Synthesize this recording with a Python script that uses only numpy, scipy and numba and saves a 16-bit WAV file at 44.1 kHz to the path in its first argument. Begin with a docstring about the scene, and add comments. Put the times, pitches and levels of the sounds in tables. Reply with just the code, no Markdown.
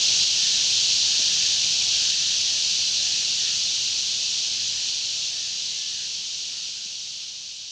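"""Starling roost at dusk.

Thousands of starlings, as gliding trilled sine chirps over band noise, merge into a shrill hiss.
Crows caw further off (noisy pulses through resonances) and a town rumbles (coloured noise) with faint
hoots and horns (wavering partials). Two dull bumps sag in pitch. The level dips now and then and fades down.
"""
import sys
import numpy as np
from scipy import signal
from scipy.fft import rfft, irfft, next_fast_len
from scipy.io import wavfile
from scipy.ndimage import uniform_filter1d
from numba import njit

SR = 44100
rng = np.random.default_rng(int(sys.argv[2]) if len(sys.argv) > 2 else 0)


def transcribe(signal):
    """Save signal, clipped to [-1, 1], as a 16-bit WAV file at the path in sys.argv[1]."""
    frames = np.atleast_2d(signal).T
    limited = np.clip(frames, -1, 1)
    pcm = np.round(limited * 32767).astype(np.int16)
    wavfile.write(sys.argv[1], SR, pcm)


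N = 340011


def undb(db):
    """Decibels to gain."""
    return 10 ** (np.asarray(db) / 20)


def unit(x):
    """Scale to rms 1."""
    return x / np.sqrt(np.mean(x ** 2))


def colour(x, rows):
    """Shape a flat sound to a (Hz, dB) table, straight lines over log frequency; rms 1."""
    hz, db = np.transpose(rows)
    size = next_fast_len(len(x))
    bins_hz = np.arange(size // 2 + 1) * SR / size + 1  # +1 avoids log(0)
    gain = undb(np.interp(np.log(bins_hz), np.log(hz), db))
    return unit(irfft(rfft(x, size) * gain, size)[:len(x)])


def walk(rate_hz, size=N):
    """Random levels, one per 1 / rate_hz seconds, joined by ramps; spread near 1."""
    hold = int(SR / rate_hz)
    steps = np.repeat(rng.standard_normal(size // hold + 1), hold)
    return uniform_filter1d(steps, hold)[:size]


def add(out, start_s, x):
    """Mix x into out from start_s on."""
    i = int(start_s * SR)
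    out[i:i + len(x)] += x[:len(out) - i]


@njit
def whistle(size, start, length, hz, sweep_hz, trill_hz, gain):
    """Sine chirps gliding by sweep_hz around hz under a smooth arch, each roughened by a trill."""
    out = np.zeros(size)
    for k in range(len(start)):
        # rotating phasors: tone z, its turn per sample, trill
        z = gain[k] + 0j
        turn = np.exp(2j * np.pi * (hz[k] - sweep_hz[k] / 2) / SR)
        glide = np.exp(2j * np.pi * sweep_hz[k] / SR / length[k])
        trill = 1 + 0j
        trill_turn = np.exp(2j * np.pi * trill_hz[k] / SR)
        for i in range(min(length[k], size - start[k])):
            u = i / length[k]
            arch = 4 * u * (1 - u)
            out[start[k] + i] += arch * z.imag * (1 + trill.real)
            z, turn, trill = z * turn, turn * glide, trill * trill_turn
    return out


# Flock spectrum. Each row: frequency in Hz, relative density in dB per Hz.
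FLOCK_SPECTRUM = [(1200, -40), (2000, -26.5), (2300, -16.5), (2600, -9), (3000, -4), (3500, -3.5),
                  (4000, -1), (4400, 0.5), (5150, -3), (5850, -1), (6800, -7), (8000, -21), (10100, -40),
                  (12600, -45.5), (13500, -55)]
FLOCK_DB = -19.5  # rms before dips and fade


def flock(per_s=10000, mean_chirp_s=.02, sweep_scale_hz=1500, scatter_db=2.0, far_re_birds_db=2.1, flicker_db=0.14):
    """A dense rain of chirps at all pitches and distances over the blur of the farthest birds."""
    u = rng.random((int(per_s * N / SR), 6)).T
    start = (u[0] * N).astype(np.int64)
    hz = 1500 + 11700 * u[1]
    length = (SR * mean_chirp_s * (0.402 + 1.187 * u[2])).astype(np.int64)
    sweep_hz = sweep_scale_hz * (2 * u[3] - 1.3)  # most chirps glide down
    trill_hz = 80 + 200 * u[4]
    near = undb(-scatter_db * np.log(1 - .99 * u[5]))  # a few birds sit much closer than the rest
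    birds = whistle(N, start, length, hz, sweep_hz, trill_hz, near)
    # farthest trees, smeared by foliage: plain hiss
    band = signal.butter(4, [1300, 13500], "band", fs=SR, output="sos")
    far = signal.sosfilt(band, rng.standard_normal(N))
    roost = colour(unit(birds) + undb(far_re_birds_db) * unit(far), FLOCK_SPECTRUM)
    return roost * undb(FLOCK_DB + flicker_db * walk(10))  # a very slight random level flicker


# Town spectrum. Each row: frequency in Hz, relative density in dB per Hz.
TOWN_SPECTRUM = [(13, -50), (22, -24), (45, -8), (62, -4), (72, -8), (100, -0.5), (120, -4), (190, -3.5),
                 (230, -9.5), (290, -10.5), (700, -10.5), (1200, -14.5), (1600, -10.5), (2100, -13.5),
                 (3500, -90)]
TOWN_DB = -45.5  # rms before dips and fade


def town():
    """Steady far traffic rumble: coloured noise."""
    return colour(rng.standard_normal(N), TOWN_SPECTRUM) * undb(TOWN_DB)


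# Caw resonances; the rows at 3.419 and 6.496 are a second, lower throat resonance of the caw beside them.
# Each row: start in seconds, length in seconds, throat resonance in Hz,
# rms level in dB before arch, dips and fade.
CAW_RESONANCES = [(0.37, 0.27, 1770, -48), (1.074, .22, 1740, -49.5), (1.28, 0.31, 1790, -47.5),
                  (1.921, 0.19, 1590, -49.5), (2.099, 0.27, 1750, -48), (2.444, 0.18, 1790, -51),
                  (2.979, 0.27, 1770, -49), (3.384, 0.17, 1800, -46.5), (3.419, 0.16, 1400, -53),
                  (4.55, 0.15, 1800, -51), (4.713, .16, 1820, -50), (5.302, 0.27, 1800, -49),
                  (5.922, 0.15, 1750, -45), (6.5, .14, 1800, -52), (6.496, 0.17, 1380, -54.5),
                  (6.703, .16, 1530, -51)]
CAW_MEAN_HZ, THROAT_WIDTH_HZ = 442.3, 390


def crows(jitter=.08, rough=0.72):
    """Harsh caws: each row is uneven throat pulses with breath noise, through one resonance applied twice."""
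    out = np.zeros(N)
    for start_s, length_s, throat_hz, db in CAW_RESONANCES:
        u = np.linspace(0, 1, int(length_s * SR))
        uneven = 1 + jitter * walk(150, size=len(u))
        pitch_arch = 1 + 0.11 * np.sin(np.pi * u) - .07
        phase = np.cumsum(CAW_MEAN_HZ * uneven * pitch_arch) / SR % 1
        breath = 1 - rough + rough * rng.standard_normal(len(u))
        voice = np.exp(-phase / 0.12) * breath
        b, a = signal.iirpeak(throat_hz, throat_hz / THROAT_WIDTH_HZ, SR)
        resonance = unit(signal.lfilter(b, a, signal.lfilter(b, a, voice)))
        add(out, start_s, undb(db) * resonance * np.sin(np.pi * u) ** 0.14)
    return out


# Partials of distant hoots and horns; 5.13 is the overtone of 5.121, 5.602 and 5.717 are upper partials
# of a horn. Each row: start in seconds, length in seconds, first pitch in Hz,
# last pitch in Hz (both before waver), peak level in dB before flutter, dips and fade.
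HOOT_PARTIALS = [(1.174, .07, 637, 643, -51), (1.323, 0.47, 742, 704, -61), (1.759, 0.17, 735, 773, -52.5),
                 (2.474, 0.11, 645, 650, -51.5), (2.997, 0.13, 710, 755, -52), (2.966, .1, 603, 546, -52),
                 (3.25, 0.47, 666, 665, -62), (6.199, .46, 280, 279, -59), (5.121, 0.3, 655, 698, -54),
                 (5.13, .12, 1310, 1340, -53), (5.602, .33, 2060, 2050, -48.5),
                 (5.717, .26, 1725, 1735, -49), (7.061, 0.21, 1240, 1230, -56)]


def hoots():
    """Faint near-pure partials that waver on their long way through the air."""
    out = np.zeros(N)
    for start_s, length_s, first_hz, last_hz, db in HOOT_PARTIALS:
        u = np.linspace(0, 1, int(length_s * SR))
        waver = 1 + .006 * walk(30, size=len(u))
        flutter = undb(2.2 * walk(40, size=len(u)))
        hz = (first_hz + (last_hz - first_hz) * u) * waver
        tone = np.sin(2 * np.pi * np.cumsum(hz) / SR)
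        add(out, start_s, undb(db) * flutter * tone * np.sin(np.pi * u) ** .4)
    return out


# Soft bumps near the microphone. Each row: start in seconds, first pitch in Hz,
# initial level in dB before dips and fade.
SOFT_BUMPS = [(1.194, 453, -36), (6.857, 330, -33)]
BUMP_T60_S = 0.057


def bumps(sag_s=0.0077):
    """Short dull knocks whose pitch sags at once, halving in sag_s."""
    out, t = np.zeros(N), np.arange(SR // 5) / SR
    for start_s, first_hz, db in SOFT_BUMPS:
        cycles = np.cumsum(first_hz / (1 + t / sag_s)) / SR
        add(out, start_s, undb(db) * np.sin(2 * np.pi * cycles) * 1000 ** (-t / BUMP_T60_S))
    return out


def scene():
    """One microphone feeds both channels."""
    return np.tile(flock() + town() + crows() + hoots() + bumps(), (2, 1))


# Level dips. Each row: time of drop in seconds, depth in dB.
LEVEL_DIPS = [(0.245, -1.5), (2.11, -1), (4.9, -0.5), (5.28, -0.6), (6.7, -0.9), (7.249, -0.8)]
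RECOVER_S, SWELL_S, SWELL_DB = 0.54, 0.022, 1  # time constants; rise just before each drop
FADE_ENDS_S = 9.02  # the straight-line fade would reach silence here
TOP_HZ = 12785


def record(dry):
    """The level swells briefly, drops at once and creeps back; then the long fade and a steep treble cut."""
    t = np.arange(N) / SR
    dip_db = np.zeros(N)
    for drop_s, depth_db in LEVEL_DIPS:
        away_s = np.abs(t - drop_s)
        swell = SWELL_DB * np.exp(-away_s / SWELL_S)
        recovery = depth_db * np.exp(-away_s / RECOVER_S)
        dip_db += np.where(t >= drop_s, recovery, swell)
    faded = dry * undb(dip_db) * (1 - t / FADE_ENDS_S)
    return signal.sosfilt(signal.ellip(10, .2, 80, TOP_HZ, fs=SR, output="sos"), faded)


dry = scene()
out = record(dry)
transcribe(out)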